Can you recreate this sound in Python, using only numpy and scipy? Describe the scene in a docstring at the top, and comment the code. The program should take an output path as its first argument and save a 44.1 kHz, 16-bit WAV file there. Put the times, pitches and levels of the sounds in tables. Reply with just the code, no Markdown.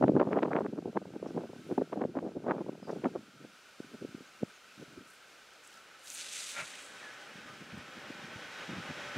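"""Elephants at a water tank

Dry bush, two close microphone ports, wind buffeting them. An elephant blows out a load of water:
drops spatter on the ground, a last puff of air rings the trunk, and the patter dies away.
Far off a faint whirr chatters; birds peep and whistle; a broad rush with a thin whine swells last."""
import sys
import numpy as np
from scipy import signal
from scipy.fft import rfft, irfft, next_fast_len
from scipy.io import wavfile

SR = 44100
rng = np.random.default_rng(int(sys.argv[2]) if len(sys.argv) > 2 else 0)


def generate_wav(sig):
    """Save sig (samples, or channels by samples) to the path in sys.argv[1] as 16-bit PCM at SR."""
    pcm = np.round(np.clip(np.atleast_2d(sig).T, -1, 1) * 32767).astype(np.int16)
    wavfile.write(sys.argv[1], SR, pcm)


N = 404397
TIME = np.arange(N) / SR


def undb(db):
    """Decibels to gain."""
    return 10 ** (np.asarray(db) / 20)


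def unit(x):
    """Scale to rms 1."""
    return x / np.sqrt(np.mean(x ** 2) + 1e-30)


def curve(rows, column=1):
    """One column of a table, joined by straight lines in time."""
    rows = np.array(rows)
    return np.interp(TIME, rows[:, 0], rows[:, column])


def phase(hz):
    """Running phase of a pitch curve, in radians."""
    return 2 * np.pi * np.cumsum(hz) / SR


def shape(x, response):
    """Filter by a response given as a function of frequency."""
    size = next_fast_len(x.shape[-1], real=True)
    hz = np.maximum(np.arange(size // 2 + 1) * SR / size, 1)
    return irfft(rfft(x, size) * response(hz), size)[..., :x.shape[-1]]


def colour(x, points):
    """Filter through (hz, db) points, falling away below the first; rms 1."""
    hz, db = np.transpose(points)
    def response(f):
        return undb(np.interp(np.log(f), np.log(hz), db)) * np.minimum(f / hz[0], 1) ** 2
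    return unit(shape(x, response))


def resonance(f, hz, width):
    """Response of one band-pass resonance."""
    return 1 / (1 + 1j * (f * f - hz * hz) / (f * width))


def ring(x, modes, widen):
    """Pass x through parallel resonances, their widths multiplied by widen."""
    return shape(x, lambda f: sum(undb(db) * abs(resonance(f, hz, widen * width)) ** 2
                                  for hz, width, db in modes))


def walk(per_s, size=N):
    """Smooth random wandering with a spread near 1."""
    at = np.arange(size) * per_s / SR
    knots = int(at[-1]) + 2
    return 1.4 * np.interp(at, np.arange(knots), rng.standard_normal(knots))


def blurred_tone(hz, per_s):
    """A tone on a pitch curve whose strength and phase wander."""
    return unit(walk(per_s) * np.cos(phase(hz)) + walk(per_s) * np.sin(phase(hz)))


def stereo(make, side_db, apart_hz):
    """Two close microphone ports: long waves reach both alike, short ones differ."""
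    side = shape(make(), lambda f: 0.003 + 1 / np.sqrt(1 + (apart_hz / f) ** 4))
    return make() + undb(side_db) * side * np.array([[1], [-1]])


def burst(duration_s, rough_db, size):
    """A ragged bell of noise with faint longer skirts, centred in its buffer."""
    t = abs(np.arange(size) - size // 2) / SR / duration_s
    swell = np.exp(-1.7 * t ** 2) + .045 * np.exp(-t / 2)
    return rng.standard_normal(size) * swell * undb(rough_db * np.tanh(walk(349.4, size)))


def add(out, centre_s, x, db):
    """Mix in x with the energy of 10 ms at the given level."""
    at = int(centre_s * SR) - len(x) // 2 + np.arange(len(x))
    inside = (at >= 0) & (at < N)
    gain = undb(db) * np.sqrt(.01 * SR / np.sum(x ** 2))
    out[at[inside]] += gain * x[inside]


def band_bursts(table):
    """Short bursts of noise, each ringing one band."""
    out = np.zeros(N)
    for centre_s, db, hz, width, duration_s in table:
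        noise = burst(duration_s, rough_db=5.5, size=32768)
        add(out, centre_s, shape(noise, lambda f: resonance(f, hz, width) ** 2), db)
    return out


# Chirps in one turn of the far-off whirr: share_of_turn, relative_db
TURN_CHIRPS = [(.23, 1), (.48, -.5), (.975, 0)]
def chatter(turn_hz=7.1, pitch_hz=1522, fall_hz_per_s=3200, rise_s=.005, decay_s=.011):
    """Three short falling chirps on every turn; each swells quickly and rings out."""
    share, db = np.transpose(TURN_CHIRPS)
    ages = ((TIME * turn_hz - share[:, None] + .5) % 1 - .5) / turn_hz
    envelopes = np.exp(-(np.minimum(ages, 0) / rise_s) ** 2 - np.maximum(ages, 0) / decay_s)
    sounding_age = (ages * envelopes).sum(axis=0) / envelopes.sum(axis=0)
    hz = pitch_hz - fall_hz_per_s * sounding_age + 28 * walk(110)
    return unit(undb(db) @ envelopes * undb(walk(30)) * np.sin(phase(hz)))


# Base level that hiss and whirr follow: time_s, level_db
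AMBIENCE_LEVEL = [(0.0, -68.5), (0.84, -70.5), (1.74, -65.5), (1.85, -67.5), (2.07, -71.5), (2.83, -69),
                  (2.97, -66.5), (3.28, -67), (3.63, -64.5), (4.93, -64), (5.5, -64.5)]
# Spectrum of the open air: frequency_hz, relative_db
HISS_SPECTRUM = [(40, -14.5), (90, -14), (140, -12), (200, -8.5), (400, -3.5), (540, -1.5), (780, -5),
                 (950, -6), (1500, -3), (1900, -5), (2800, -4.5), (5400, -10), (6600, -12), (9500, -18.5),
                 (13000, -24), (15500, -30)]
# Resonances of the far-off whirr: pitch_hz, half_width_hz, relative_db
WHIRR_MODES = [(1225, 22, -12.5), (1312, 12, -6.5), (1384, 22, -8.5), (1600, 16, -11.5), (1865, 20, -19),
               (2170, 25, -16), (2395, 34, -15), (2600, 40, -19), (2770, 20, -19), (3082, 27, -17)]
def bush_ambience():
    """Slightly wavering hiss all round, with a thin whirr chattering in the distance."""
    def air():
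        return colour(rng.standard_normal(N) * undb(.45 * walk(16)), HISS_SPECTRUM)
    hiss = stereo(air, side_db=-9.5, apart_hz=5370)
    whirr = unit(ring(rng.standard_normal(N), WHIRR_MODES, widen=2))
    return (undb(5) * hiss + undb(.1) * whirr + undb(-2.5) * chatter()) * undb(curve(AMBIENCE_LEVEL))


# Swell of the rush at the microphone: time_s, level_db
RUSH_LEVEL = [(0, -100), (5.2, -70), (5.8, -62), (7.05, -51), (7.7, -53.5), (8.1, -49.5), (9.17, -43.5)]
# Its broad spectrum: frequency_hz, relative_db
RUSH_SPECTRUM = [(100, -16.5), (230, -9.5), (420, -10.5), (580, -10), (720, -13.5), (1000, -11),
                 (1550, -13.5), (1900, -6.5), (2500, -13), (3400, -15), (4700, -19.5), (5600, -19),
                 (9000, -32), (15500, -46.5)]
# Narrow bands ringing in it: pitch_hz, width_hz, relative_db
RUSH_BANDS = [(500, 40, -2), (590, 45, 3), (800, 70, 3), (1090, 40, -2), (1230, 25, 0), (1318, 22, 6),
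              (1425, 24, 6), (1520, 40, 8), (1605, 24, 2), (1680, 24, 3), (1730, 24, 1), (1860, 45, -4),
              (2200, 50, -3), (2425, 50, 4), (2590, 70, 2), (2770, 35, -1), (2940, 45, 3), (3160, 45, 0),
              (3290, 60, 2), (3690, 50, 0), (3840, 55, 0)]
def rush(ring_db=3.5):
    """A broad, ringing rush whose low and high parts stir separately as it grows."""
    def stirring():
        low = shape(rng.standard_normal(N), lambda f: 1 / (1 + 1j * f / 2000)) * undb(1.16 * walk(31))
        high = shape(rng.standard_normal(N), lambda f: 1 / (1 + 2000j / f)) * undb(0.83 * walk(25))
        return colour(low + high, RUSH_SPECTRUM)
    def ringing(f):
        power = sum(undb(db + ring_db) ** 2 / (1 + (2 * (f - hz) / width) ** 2)
                    for hz, width, db in RUSH_BANDS)
        return np.sqrt(1 + power)
    broad = stereo(stirring, side_db=-13, apart_hz=2740)
    return unit(shape(broad, ringing)) * undb(curve(RUSH_LEVEL))


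# Far-off tones within the rush: pitch_hz, relative_db
WHINE_TONES = [(1233, -3.5), (1320, -1), (1425, -7), (1502, 1), (1535, -2), (1600, -4), (2580, -9)]
# Their joint level: time_s, level_db
WHINE_SWELL = [(6.4, -78), (7.0, -61), (7.45, -59), (7.68, -62), (8.0, -58), (8.55, -57), (9.17, -51)]
def whine(waver_hz=6, fade_db=3.5):
    """A distant cluster of thin tones; each wavers, fades and returns on its own."""
    tones = np.zeros(N)
    for hz, db in WHINE_TONES:
        gain = undb(db + fade_db * np.tanh(walk(14)))
        tones += gain * np.sin(phase(hz + waver_hz * walk(40)))
    return unit(tones) * undb(curve(WHINE_SWELL)) * (TIME > WHINE_SWELL[0][0])


# Faint sounds in the bush: centre_s, level_db, pitch_hz, width_hz, duration_s
BUSH_RUSTLES = [(1.285, -62.5, 5700, 1300, 0.027), (1.7, -64, 9000, 5000, .16),
                (2.92, -58, 4970, 2200, 0.055), (4.275, -66, 6500, 600, .02), (4.49, -70, 9000, 1500, .02),
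                (4.555, -63, 6500, 700, .02), (4.71, -57, 2570, 260, 0.08), (4.83, -68, 6000, 555.6, 0.022),
                (5.11, -58, 8500, 4200, 0.072), (5.78, -53, 1345, 51, 0.032), (5.96, -53, 1310, 69, 0.041),
                (7.48, -48.5, 1229, 18, 0.08)]
def rustles():
    """Wide bands rustle; narrow ones sound as peeps and thin tones."""
    return band_bursts(BUSH_RUSTLES)


# A small bird, faint at the microphone: time_s, pitch_hz, level_db
PEEP_NOTE = [(2.805, 5100, -85), (2.835, 5050, -69), (2.86, 4900, -71), (2.88, 4830, -69.5),
             (2.9, 4750, -85)]
def bird_peep():
    """One thin, high note that slides down a little."""
    sounding = (TIME > PEEP_NOTE[0][0]) & (TIME < PEEP_NOTE[-1][0])
    return blurred_tone(curve(PEEP_NOTE), per_s=420) * sounding * undb(curve(PEEP_NOTE, column=2))


# A distant bird among the trees: time_s, pitch_hz, level_db
WHISTLE_NOTE = [(6.95, 2800, -80), (6.98, 2650, -59), (7.02, 2250, -57), (7.045, 1730, -52),
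                (7.075, 1700, -48), (7.1, 1690, -54), (7.14, 1680, -80)]
def bird_whistle():
    """One slurred whistle: scattering among the trees blurs the fall; the held note is clear."""
    hz = curve(WHISTLE_NOTE)
    clarity = np.interp(TIME, [7.02, 7.05], [0, .9])
    tone = np.sqrt(2) * np.sin(phase(hz * (1 + 0.0081 * walk(89))))
    voice = clarity * tone + (1 - clarity) * blurred_tone(hz, per_s=300)
    sounding = (TIME > WHISTLE_NOTE[0][0]) & (TIME < WHISTLE_NOTE[-1][0])
    return voice * sounding * undb(curve(WHISTLE_NOTE, column=2))


def port(x, edge_hz, cut_hz, knee_hz=350, steep=2.0):
    """Wind pressure at the port: low cut, broad hump, slope, and an edge set by the smallest swirls."""
    def response(f):
        s = 1j * f / cut_hz
        low_cut = s ** 3 / ((s + 1) * (s * s + s + 1))
        leak = 0.0047 * s / (s + 1)
        hump = 1 + undb(5.5) * resonance(f, hz=335, width=290)
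        edge = np.sqrt(1 + (f / edge_hz) ** (2 * steep))
        return (low_cut + leak) * hump / (1 + 1j * f / knee_hz) / edge
    return shape(x, response)


def eddy(duration_s, edge_hz):
    """One swirl at the port: fast ones crackle, slow ones are a dull bump."""
    cut_hz = 180 * (edge_hz / 800) ** 0.39  # slow, large eddies reach further into the bass
    return port(burst(duration_s, rough_db=8.5, size=8192), edge_hz, cut_hz, steep=2.88)


# Gusts over the microphone: start_s, end_s, level_db, eddy_edge_hz
MIC_GUSTS = [(0, 0.173, -31.5, 560), (.19, 0.674, -41.5, 1000), (0.704, 1.588, -49, 680),
             (1.662, 2.39, -53, 680), (2.4, 3.229, -51.5, 720), (3.382, 3.464, -57, 500),
             (3.816, 4.217, -60.5, 450), (4.404, 4.422, -60.5, 413), (4.773, 5.063, -66, 450),
             (7.343, 8.397, -61, 197), (8.684, 9.171, -62.5, 190)]
# Hard eddies that thump it: centre_s, level_db, duration_s, edge_hz
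HARD_EDDIES = [(0.027, -23.5, 0.0032, 1150), (0.039, -19.5, 0.005, 1140), (0.046, -21.5, 0.02, 320),
               (0.08, -25, 0.0032, 700), (0.095, -19.5, 0.0045, 500), (0.171, -21.5, 0.0077, 945),
               (0.2, -23.5, 0.0071, 1800), (0.216, -20.5, 0.0074, 1340), (0.226, -27.5, 0.0073, 1010),
               (0.276, -28.5, 0.023, 900), (0.328, -29, 0.017, 1870), (0.352, -27.5, 0.018, 1180),
               (0.37, -23, 0.0053, 1180), (0.385, -28, 0.0099, 1700), (0.43, -23.5, 0.0077, 1970),
               (0.455, -29, 0.015, 1060), (0.483, -30.5, 0.011, 810), (0.518, -30, 0.015, 1250),
               (0.53, -32.5, 0.0093, 1900), (0.556, -25.5, 0.0055, 1250), (0.572, -27, 0.0091, 1470),
               (0.585, -28, 0.012, 1390), (0.609, -31, 0.0065, 1100), (0.65, -37, 0.0046, 1000),
               (0.66, -32, 0.0053, 1200), (0.732, -33.5, 0.0068, 620), (0.783, -31, 0.01, 816),
               (0.856, -32.5, 0.005, 500), (0.881, -34, 0.028, 550), (0.962, -27, 0.014, 950),
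               (0.971, -30, 0.003, 1310), (1.159, -36.5, 0.01, 730), (1.228, -35, 0.003, 800),
               (1.26, -34.5, 0.016, 1062), (1.308, -39.5, 0.004, 770), (1.357, -31, 0.01, 580),
               (1.378, -31.5, 0.0042, 980), (1.413, -33.5, 0.048, 870), (1.717, -27, 0.021, 606),
               (1.782, -23.5, 0.0043, 765), (1.797, -30.5, 0.011, 520), (1.817, -26, 0.0071, 860),
               (1.933, -32, 0.0091, 1220), (1.976, -30.0, 0.025, 740), (2, -40, 0.02, 850),
               (2.022, -27, 0.011, 1120), (2.037, -33.5, 0.0063, 950), (2.053, -28, 0.0023, 610),
               (2.094, -39.5, 0.0063, 420), (2.166, -28.5, 0.015, 1060), (2.185, -33, 0.011, 1120),
               (2.231, -33, 0.021, 500), (2.251, -34.5, 0.014, 730), (2.275, -32, 0.02, 850),
               (2.37, -32, 0.014, 535), (2.467, -30.5, 0.029, 1116), (2.486, -27.5, 0.015, 1180),
               (2.507, -24.5, 0.015, 1420), (2.542, -35, 0.018, 940), (2.563, -37.5, 0.009, 850),
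               (2.585, -38, 0.0088, 1320), (2.609, -31, 0.015, 960), (2.689, -32.5, 0.007, 810),
               (2.731, -42.5, 0.008, 730), (2.883, -40.5, 0.011, 1250), (2.9, -32.5, 0.012, 1300),
               (2.93, -34, 0.0084, 580), (2.96, -35, 0.03, 550), (3.048, -29, 0.012, 950),
               (3.061, -24.5, 0.007, 1170), (3.075, -35.5, 0.015, 850), (3.16, -32, 0.009, 910),
               (3.447, -46, 0.014, 620), (3.803, -38.5, 0.0016, 464), (3.945, -41.5, 0.012, 518),
               (4.024, -38.0, 0.016, 360), (4.05, -36, 0.0048, 520), (4.093, -49, 0.0083, 270),
               (4.147, -39.5, 0.0023, 400), (4.179, -51, 0.004, 400), (4.206, -48, 0.003, 400),
               (4.43, -27, 0.0039, 570), (4.426, -43, 0.02, 300), (4.794, -47, 0.02, 260),
               (4.826, -43, 0.012, 450), (4.978, -43.5, 0.013, 246), (5.008, -50, 0.0063, 420),
               (7.617, -45, 0.012, 289.5), (7.742, -41, 0.021, 200.7), (7.781, -42, 0.014, 210),
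               (7.979, -45.5, 0.013, 285), (8.104, -40.5, 0.0076, 492), (8.235, -48.5, 0.023, 160),
               (8.356, -45.5, 0.015, 180), (8.703, -36, 0.019, 260), (8.734, -39, 0.017, 200),
               (8.778, -36.5, 0.026, 212), (8.906, -38.5, 0.018, 190), (9.167, -29.5, 0.0096, 219)]
# Sharp cracks inside the hardest: centre_s, level_db, edge_hz
EDDY_CRACKS = [(.041, -33, 1400), (0.0818, -35.5, 1950), (0.1712, -39, 1300), (0.199, -39, 1900),
               (0.331, -37, 2100), (0.373, -35, 1010), (0.4307, -34, 2000), (0.533, -37, 1900),
               (0.565, -38.5, 1780), (0.607, -38.5, 1400), (.648, -44, 1450), (0.664, -39.5, 1570),
               (.787, -43, 1150), (.974, -34, 1700), (1.715, -46, 1200), (1.93, -44, 1390),
               (2.017, -41, 1446), (2.04, -44, 1300), (2.189, -44, 1350), (2.511, -33.5, 1710),
               (2.582, -42, 1300), (3.044, -43, 1500), (3.16, -42.5, 1290)]
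def buffeting(rise_s=.039, fall_s=.047, small_per_s=48, scatter_db=3):
    """Gusts flutter right on the microphone and carry eddies, many small and some hard."""
    flutter = rng.standard_normal(N) * undb(7 * np.tanh(walk(70)))
    gusts = [undb(db) * np.exp(-np.maximum(start - TIME, 0) / rise_s - np.maximum(TIME - end, 0) / fall_s)
             for start, end, db, _ in MIC_GUSTS]
    out = unit(port(flutter, edge_hz=187, cut_hz=159)) * np.max(gusts, axis=0)
    for centre_s, db, duration_s, edge_hz in HARD_EDDIES:
        add(out, centre_s, eddy(duration_s, edge_hz), db)
    for centre_s, db, edge_hz in EDDY_CRACKS:
        snap = burst(0.00033, rough_db=-10, size=2048)
        add(out, centre_s, port(snap, edge_hz, cut_hz=320, knee_hz=1800, steep=3.64), db)
    # small eddies come at random while a gust holds
    count = int(TIME[-1] * small_per_s)
    times = (np.arange(count) + rng.random(count)) / small_per_s
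    over_gust_db = .5 + scatter_db * rng.standard_normal(count)
    for centre_s, over_db in zip(times, over_gust_db):
        for start, end, db, edge_hz in MIC_GUSTS:
            if start < centre_s < end:
                add(out, centre_s, eddy(0.0024, edge_hz), db + over_db)
    return out


# Difference between the two microphone ports: time_s, side_db
WIND_WIDTH = [(0, 0), (.1, -5), (.3, -28), (.6, -35), (1, -39)]
def wind():
    """The opening gust strikes the two ports unequally, later ones almost alike."""
    return stereo(buffeting, side_db=curve(WIND_WIDTH), apart_hz=1100)


# Air column of the trunk: pitch_hz, nominal_width_hz, relative_db
TRUNK_MODES = [(174, 160, -10.5), (612, 105, -0.5), (915, 300, -12), (1392, 25, 16), (1840, 1400, -0.5),
               (2310, 170, 4)]
def trunk_puff():
    """The last of the water leaves with a short puff of air that rings the trunk."""
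    out = np.zeros(N)
    breath = burst(duration_s=.05, rough_db=-2, size=16384)
    add(out, 6.596, ring(breath, TRUNK_MODES, widen=1.06), db=-31.2)
    return out


# Water beside the tank, and one low thump of the trunk at 6.62 s: centre_s, level_db, pitch_hz, width_hz,
# duration_s
WATER_SPLATS = [(5.535, -65, 6500, 4000, .008), (5.66, -56.5, 7300, 2600, 0.035),
                (5.676, -59, 8500, 2600, 0.0023), (5.745, -54, 5260, 5000, 0.075),
                (5.995, -69, 8800, 1500, .003), (6.05, -59, 8500, 6000, .015),
                (6.073, -53, 4000, 4000, 0.0015), (6.095, -46, 4000, 4500, 0.044),
                (6.1025, -45.5, 6200, 3600, 0.0005), (6.14, -48.5, 10000, 4500, 0.04),
                (6.149, -48, 8500, 3000, .001), (6.178, -53, 6000, 4000, .001),
                (6.208, -46, 3400, 3000, 0.022), (6.223, -53, 4000, 3500, .001),
                (6.287, -48, 3520, 2500, 0.0053), (6.33, -50, 5500, 4000, .002),
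                (6.359, -52, 7500, 3000, .004), (6.41, -46, 5000, 3500, .008), (6.5, -46, 7000, 4500, .04),
                (6.62, -53, 160, 90, .016), (6.755, -56, 6500, 4000, .003), (6.76, -42.5, 2480, 2000, 0.1),
                (6.84, -50, 8000, 2400, .07), (7.14, -61, 5500, 3000, .01), (7.783, -64, 7900, 3496, .003)]
def splats():
    """Single slaps, drips and splutters around the main load of water, and a low thump of the trunk."""
    return band_bursts(WATER_SPLATS)


def drops(spectrum, per_s, spread_db, flicker_per_s):
    """Impacts on the ground at random moments: many small, a few large."""
    def patter():
        hits = (rng.random(N) < per_s / SR) * rng.standard_normal(N)
        sizes = undb(spread_db * np.minimum(rng.exponential(size=N), 5))
        return colour(hits * sizes * undb(.9 * walk(flicker_per_s)), spectrum)
    return stereo(patter, side_db=-16, apart_hz=3500)


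def surge(peak_s, rise_s, fall_db_per_s):
    """A load of water swells to its peak, then patters out."""
    swell = np.exp(-(np.maximum(peak_s - TIME, 0) / rise_s) ** 2)
    return swell * undb(-fall_db_per_s * np.maximum(TIME - peak_s, 0))


# Heavy drops on the ground: frequency_hz, relative_db
SPLASH_SPECTRUM = [(900, -24), (1400, -5.5), (1750, -8), (2100, -2), (2600, 0.5), (3150, -3), (3700, 1),
                   (5300, -5.5), (6250, 0), (6900, -2.5), (8000, -2.5), (10000, -9), (15500, -37)]
# Fine spray: frequency_hz, relative_db
SPRAY_SPECTRUM = [(4000, -23), (6500, 7), (8500, 5), (11000, -2), (13000, -10), (15500, -21)]
# Two surges, timed by their spray: peak_s, rise_s, fall_db_per_s, splash_db, spray_db, splash_lag_s
WATER_SURGES = [(6.14, 0.087, 83, -45, -51, 0.085), (6.385, 0.095, 39.5, -42.5, -52.5, 0.016)]
def blown_water(splash_slower=1.23, wall_echo_s=.0065):
    """Fine spray ticks, heavy drops splash after it; the tank wall throws both back a moment later."""
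    splash = drops(SPLASH_SPECTRUM, per_s=10000, spread_db=1.3, flicker_per_s=90)
    spray = drops(SPRAY_SPECTRUM, per_s=7000, spread_db=2.1, flicker_per_s=70)
    heavy, fine = [], []
    for peak, rise, fall, splash_db, spray_db, lag in WATER_SURGES:
        heavy.append(undb(splash_db) * surge(peak + lag, rise * splash_slower, fall / splash_slower))
        fine.append(undb(spray_db) * surge(peak, rise, fall))
    direct = splash * np.linalg.norm(heavy, axis=0) + spray * np.linalg.norm(fine, axis=0)
    return direct + 0.19 * np.roll(direct, int(wall_echo_s * SR), axis=1)


def scene():
    """Everything as it reaches the microphone."""
    background = bush_ambience() + rush() + whine()
    elephant = blown_water() + trunk_puff()
    birds = bird_whistle() + bird_peep()
    return background + elephant + birds + splats() + rustles() + wind()


def record(dry):
    """The recorder cuts the top steeply above 15.7 kHz."""
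    return signal.sosfilt(signal.ellip(10, .2, 80, 15700, fs=SR, output="sos"), dry)


dry = scene()
out = record(dry)
generate_wav(out)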